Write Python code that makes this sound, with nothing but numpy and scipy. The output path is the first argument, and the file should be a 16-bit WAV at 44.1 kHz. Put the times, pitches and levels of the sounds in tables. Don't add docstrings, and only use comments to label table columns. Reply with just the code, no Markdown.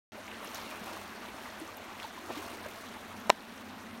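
import sys
import numpy as np
from scipy import signal
from scipy.fft import rfft, irfft
from scipy.io import wavfile

SR = 44100
rng = np.random.default_rng(int(sys.argv[2]) if len(sys.argv) > 2 else 0)


def generate_wav(sig):
    pcm = np.round(np.clip(np.atleast_2d(sig).T, -1, 1) * 32767).astype(np.int16)
    wavfile.write(sys.argv[1], SR, pcm)


N = 176400
TIME = np.arange(N) / SR
FREQS = np.maximum(np.arange(N // 2 + 1) * SR / N, 1)

# time_s, level_db
FLOW_LEVEL = [(.12, -48.5), (.3, -47), (.55, -44), (.67, -45.5), (.78, -45.5), (.95, -44.5), (1.1, -47),
              (1.45, -46.5), (1.9, -47.5), (2.2, -47.5), (2.45, -45), (2.75, -46.5), (3.1, -48), (3.4, -48),
              (4, -49)]
# frequency_hz, relative_db
RUSH_SPECTRUM = [(20, -42), (33, -27), (50, -9), (100, -3.5), (150, -19.5), (210, 1.5), (330, -1.5),
                 (480, -5.5), (620, -.5), (1050, 0), (1600, -3), (2500, -7), (4000, -11), (6300, -17.5),
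                 (9000, -20.5), (13000, -23), (16000, -30)]
# pitch_hz, relative_db
BUBBLE_SPECTRUM = [(300, -5), (600, -1.5), (1100, 0.5), (2500, -3.5), (6000, 2)]
# time_s, level_db
FOAM_LEVEL = [(.12, -76), (.55, -56.5), (.95, -56.5), (1.15, -63.5), (1.47, -61), (1.85, -71), (2.05, -58),
              (2.15, -61.5), (2.33, -54.5), (2.7, -57.5), (3.1, -64.5), (3.45, -60.5), (4, -70)]
# centre_hz, width_hz, relative_db
DRONE_RESONANCES = [(93.7, 15, -9), (227.5, 51.5, 1)]
# time_s, gain_db
DRONE_FADER = [(.12, -62), (.85, -59.5), (1.2, -58.5), (2.1, -60.5), (2.8, -56.5), (3.25, -52),
               (3.45, -52.5), (4, -50.5)]
# start_s, pitch_hz, level_db, t60_s
LARGE_BUBBLES = [(.177, 601, -41.5, 0.14), (.72, 600, -37, .05), (.812, 206, -38.5, 0.16),
                 (.915, 920, -37, 0.035), (.925, 336, -37, 0.081), (1.615, 312, -31.5, 0.089),
                 (1.688, 1150, -33.5, 0.042), (2.045, 873, -28, 0.047), (2.176, 1000, -34, 0.051),
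                 (2.297, 355, -33, 0.083), (2.346, 1130, -35.5, 0.061), (2.37, 293, -32.5, 0.11),
                 (2.39, 385, -36, 0.078), (2.646, 1530, -35, .035), (2.66, 583, -27, 0.035),
                 (2.964, 840, -33.5, 0.043)]
# start_s, level_db, centre_hz
SPRAY_DROPS = [(.28, -30.5, 2370), (0.315, -32, 2530), (0.343, -36, 3000), (.447, -34.5, 11000),
               (0.473, -35, 6000), (.546, -27, 5800), (.548, -30.5, 12900), (.573, -53, 6000),
               (.615, -34.5, 4800), (.711, -27, 2500), (0.969, -30.5, 1100), (1.6, -39.5, 9000),
               (1.62, -36, 3000), (1.77, -37, 13800), (2.0, -29.5, 2600), (2.03, -29.5, 3400),
               (2.042, -31, 4000), (2.053, -37, 3700), (3.2, -44, 12000), (3.405, -34, 4000)]
# start_s, length_s, level_db, centre_hz
WAVELETS = [(0.418, 0.043, -46.5, 1200), (0.542, 0.044, -48.5, 4500), (.555, 0.031, -54, 1200),
            (.71, .07, -47, 1000), (0.854, 0.083, -48, 835), (1.441, 0.038, -49, 1180),
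            (2.008, 0.042, -46.5, 1190), (2.285, 0.043, -44, 650), (2.31, .1, -48.5, 3000),
            (2.49, 0.12, -51.5, 440), (2.64, 0.03, -47, 1200)]
# start_s, force_db, lowpass_hz, crack_db
KNOCK_CONTACTS = [(3.2956, -3.5, 1170, -22), (3.3007, 2.5, 9000, -21)]
# pitch_hz, gain_db, t60_s
BODY_MODES = [(250, -21.5, 0.0084), (657, -7.5, 0.012), (980, -9.5, 0.02), (1300, -18, 0.017),
              (1860, -14.5, 0.0092), (2330, -14, 0.0084), (2840, -15.5, 0.01), (3840, -17.5, 0.0088),
              (4250, -16, 0.0069), (5250, -18, 0.0077), (7070, -21.5, 0.0065)]
# centre_hz, width_hz, gain_db
MIC_NOTCHES = [(4920, 650, -3.5), (7650, 1100, -3), (10500, 690, -4.5)]


def from_db(db):
    return 10 ** (np.asarray(db) / 20)


def rms_one(x):
    return x / np.sqrt(np.mean(x ** 2) + 1e-20)


def in_time(rows):
    return np.interp(TIME, *np.transpose(rows))


def at_hz(points, hz):
    points_hz, db = np.transpose(points)
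    return np.interp(np.log(hz), np.log(points_hz), db)


def noise(gains):
    return rms_one(irfft(rfft(rng.standard_normal(N)) * gains, N))


def drift(rate_hz):
    return noise(1 / (1 + (FREQS / rate_hz) ** 2))


def hump(centre_hz, octaves):
    return 1 / (1 + (np.log2(FREQS / centre_hz) / octaves) ** 2)


def decay(start_s, t60_s):
    return (TIME >= start_s) * from_db(-60 * np.clip((TIME - start_s) / t60_s, 0, 10))


def ring(clicks, hz, t60_s):
    radius, angle = from_db(-60 / (t60_s * SR)), 2 * np.pi * hz / SR
    return signal.lfilter([0, np.sin(angle)], [1, -2 * radius * np.cos(angle), radius ** 2], clicks + 1e-18)


def rush(flow_db, flicker_db=1.69, flicker_hz=18, shared_db=.5, brightening=.2, treble_hz=3000):
    bed = rfft(noise(from_db(at_hz(RUSH_SPECTRUM, FREQS))))
    band = np.floor(2 * np.log2(np.maximum(FREQS, 150)))
    flutter_db = shared_db * drift(36)
    out = 0
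    for k in np.unique(band):
        treble_share = 1 / (1 + (treble_hz / 2 ** (k / 2)) ** 2)
        swing_db = brightening * treble_share * (flow_db - flow_db.mean())
        gain = from_db(swing_db + flutter_db + flicker_db * drift(flicker_hz))
        out += gain * irfft(bed * (band == k), N)
    return from_db(flow_db) * rms_one(out)


def bubbles(flow_db, per_s=330, relative_db=-6.5, spread_db=2, t60_cycles=15, pitches=40):
    strengths = from_db(spread_db * np.minimum(rng.exponential(1, N), 4)) * rng.choice([-1, 1], N)
    births = strengths * (rng.random(N) < per_s / SR)
    pitch_index = rng.integers(0, pitches, N)
    out = 0
    for k, hz in enumerate(np.geomspace(300, 6000, pitches)):
        out += from_db(at_hz(BUBBLE_SPECTRUM, hz)) * ring(births * (pitch_index == k), hz, t60_cycles / hz)
    return from_db(flow_db + relative_db) * rms_one(out)


def foam(clicks_per_s=600, centre_hz=4500):
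    clicks = rng.standard_normal(N) * (rng.random(N) < clicks_per_s / SR)
    colour = 1 / (FREQS / centre_hz + centre_hz / FREQS)
    return from_db(in_time(FOAM_LEVEL)) * rms_one(irfft(rfft(clicks) * colour, N))


def drone():
    hollow = sum(from_db(db) * noise(1 / (1 + ((FREQS - hz) / width_hz) ** 2) ** 2)
                 for hz, width_hz, db in DRONE_RESONANCES)
    return from_db(in_time(DRONE_FADER)) * hollow


def plops(attack_s=.0018, rise_per_t60=.17):
    out = 0
    for start_s, hz, db, t60_s in LARGE_BUBBLES:
        age_s = np.maximum(TIME - start_s, 0)
        phase = 2 * np.pi * hz * age_s * (1 + .5 * rise_per_t60 * age_s / t60_s)
        envelope = (1 - np.exp(-age_s / attack_s)) * decay(start_s, t60_s)
        out += from_db(db) * envelope * np.sin(phase)
    return out


def spray(t60_s=.018, trim_db=-7.5):
    return sum(from_db(db + trim_db) * decay(start_s, t60_s) * noise(hump(hz, octaves=.22))
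               for start_s, db, hz in SPRAY_DROPS)


def sloshes(roughness_db=3):
    out = 0
    for start_s, length_s, db, hz in WAVELETS:
        progress = np.clip((TIME - start_s) / length_s, 0, 1)
        swell = np.sqrt(np.abs(np.sin(np.pi * progress)))
        colour = hump(hz, octaves=.86) / np.sqrt(1 + FREQS / hz)
        out += from_db(db) * swell * noise(colour)
    return out * from_db(roughness_db * drift(90))


def knock(crack_t60_s=.0074, crack_top_hz=12000):
    force, crack_envelope = 0, 0
    for start_s, force_db, lowpass_hz, crack_db in KNOCK_CONTACTS:
        impulse = from_db(force_db) * (np.arange(N) == int(start_s * SR))
        softness = signal.butter(2, lowpass_hz, fs=SR, output="sos")
        force += signal.sosfilt(softness, impulse + 1e-18)
        crack_envelope += from_db(crack_db) * decay(start_s, crack_t60_s)
    body = sum((-1) ** k * from_db(db) * ring(force, hz, t60_s)
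               for k, (hz, db, t60_s) in enumerate(BODY_MODES))
    return body + crack_envelope * noise(1 / (1 + (FREQS / crack_top_hz) ** 4))


def ducking(x, threshold_db=-23.5, slope=.16, attack_s=.025, release_db_per_s=12):
    level_db = 20 * np.log10(np.abs(x) + 1e-9)
    cut_db = slope * np.maximum(level_db - threshold_db, 0)
    recovery_db = release_db_per_s * TIME
    held_db = np.maximum.accumulate(cut_db + recovery_db) - recovery_db
    pole = np.exp(-1 / (attack_s * SR))
    return x * from_db(-signal.lfilter([1 - pole], [1, -pole], held_db))


def scene():
    flow_db = in_time(FLOW_LEVEL)
    river = rush(flow_db) + bubbles(flow_db) + foam() + drone()
    accents = sloshes() + plops() + spray()
    return (river + accents + knock())[None]


def record(dry, silence_s=.12, cutoff_hz=15850):
    colour_db = sum(db / (1 + (2 * (FREQS - hz) / width_hz) ** 2) for hz, width_hz, db in MIC_NOTCHES)
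    coloured = irfft(rfft(dry[0]) * from_db(colour_db), N)
    gated = ducking(coloured) * (TIME >= silence_s)
    top_cut = signal.ellip(10, .1, 80, cutoff_hz, fs=SR, output="sos")
    return signal.sosfilt(top_cut, gated)[None]


dry = scene()
out = record(dry)
generate_wav(out)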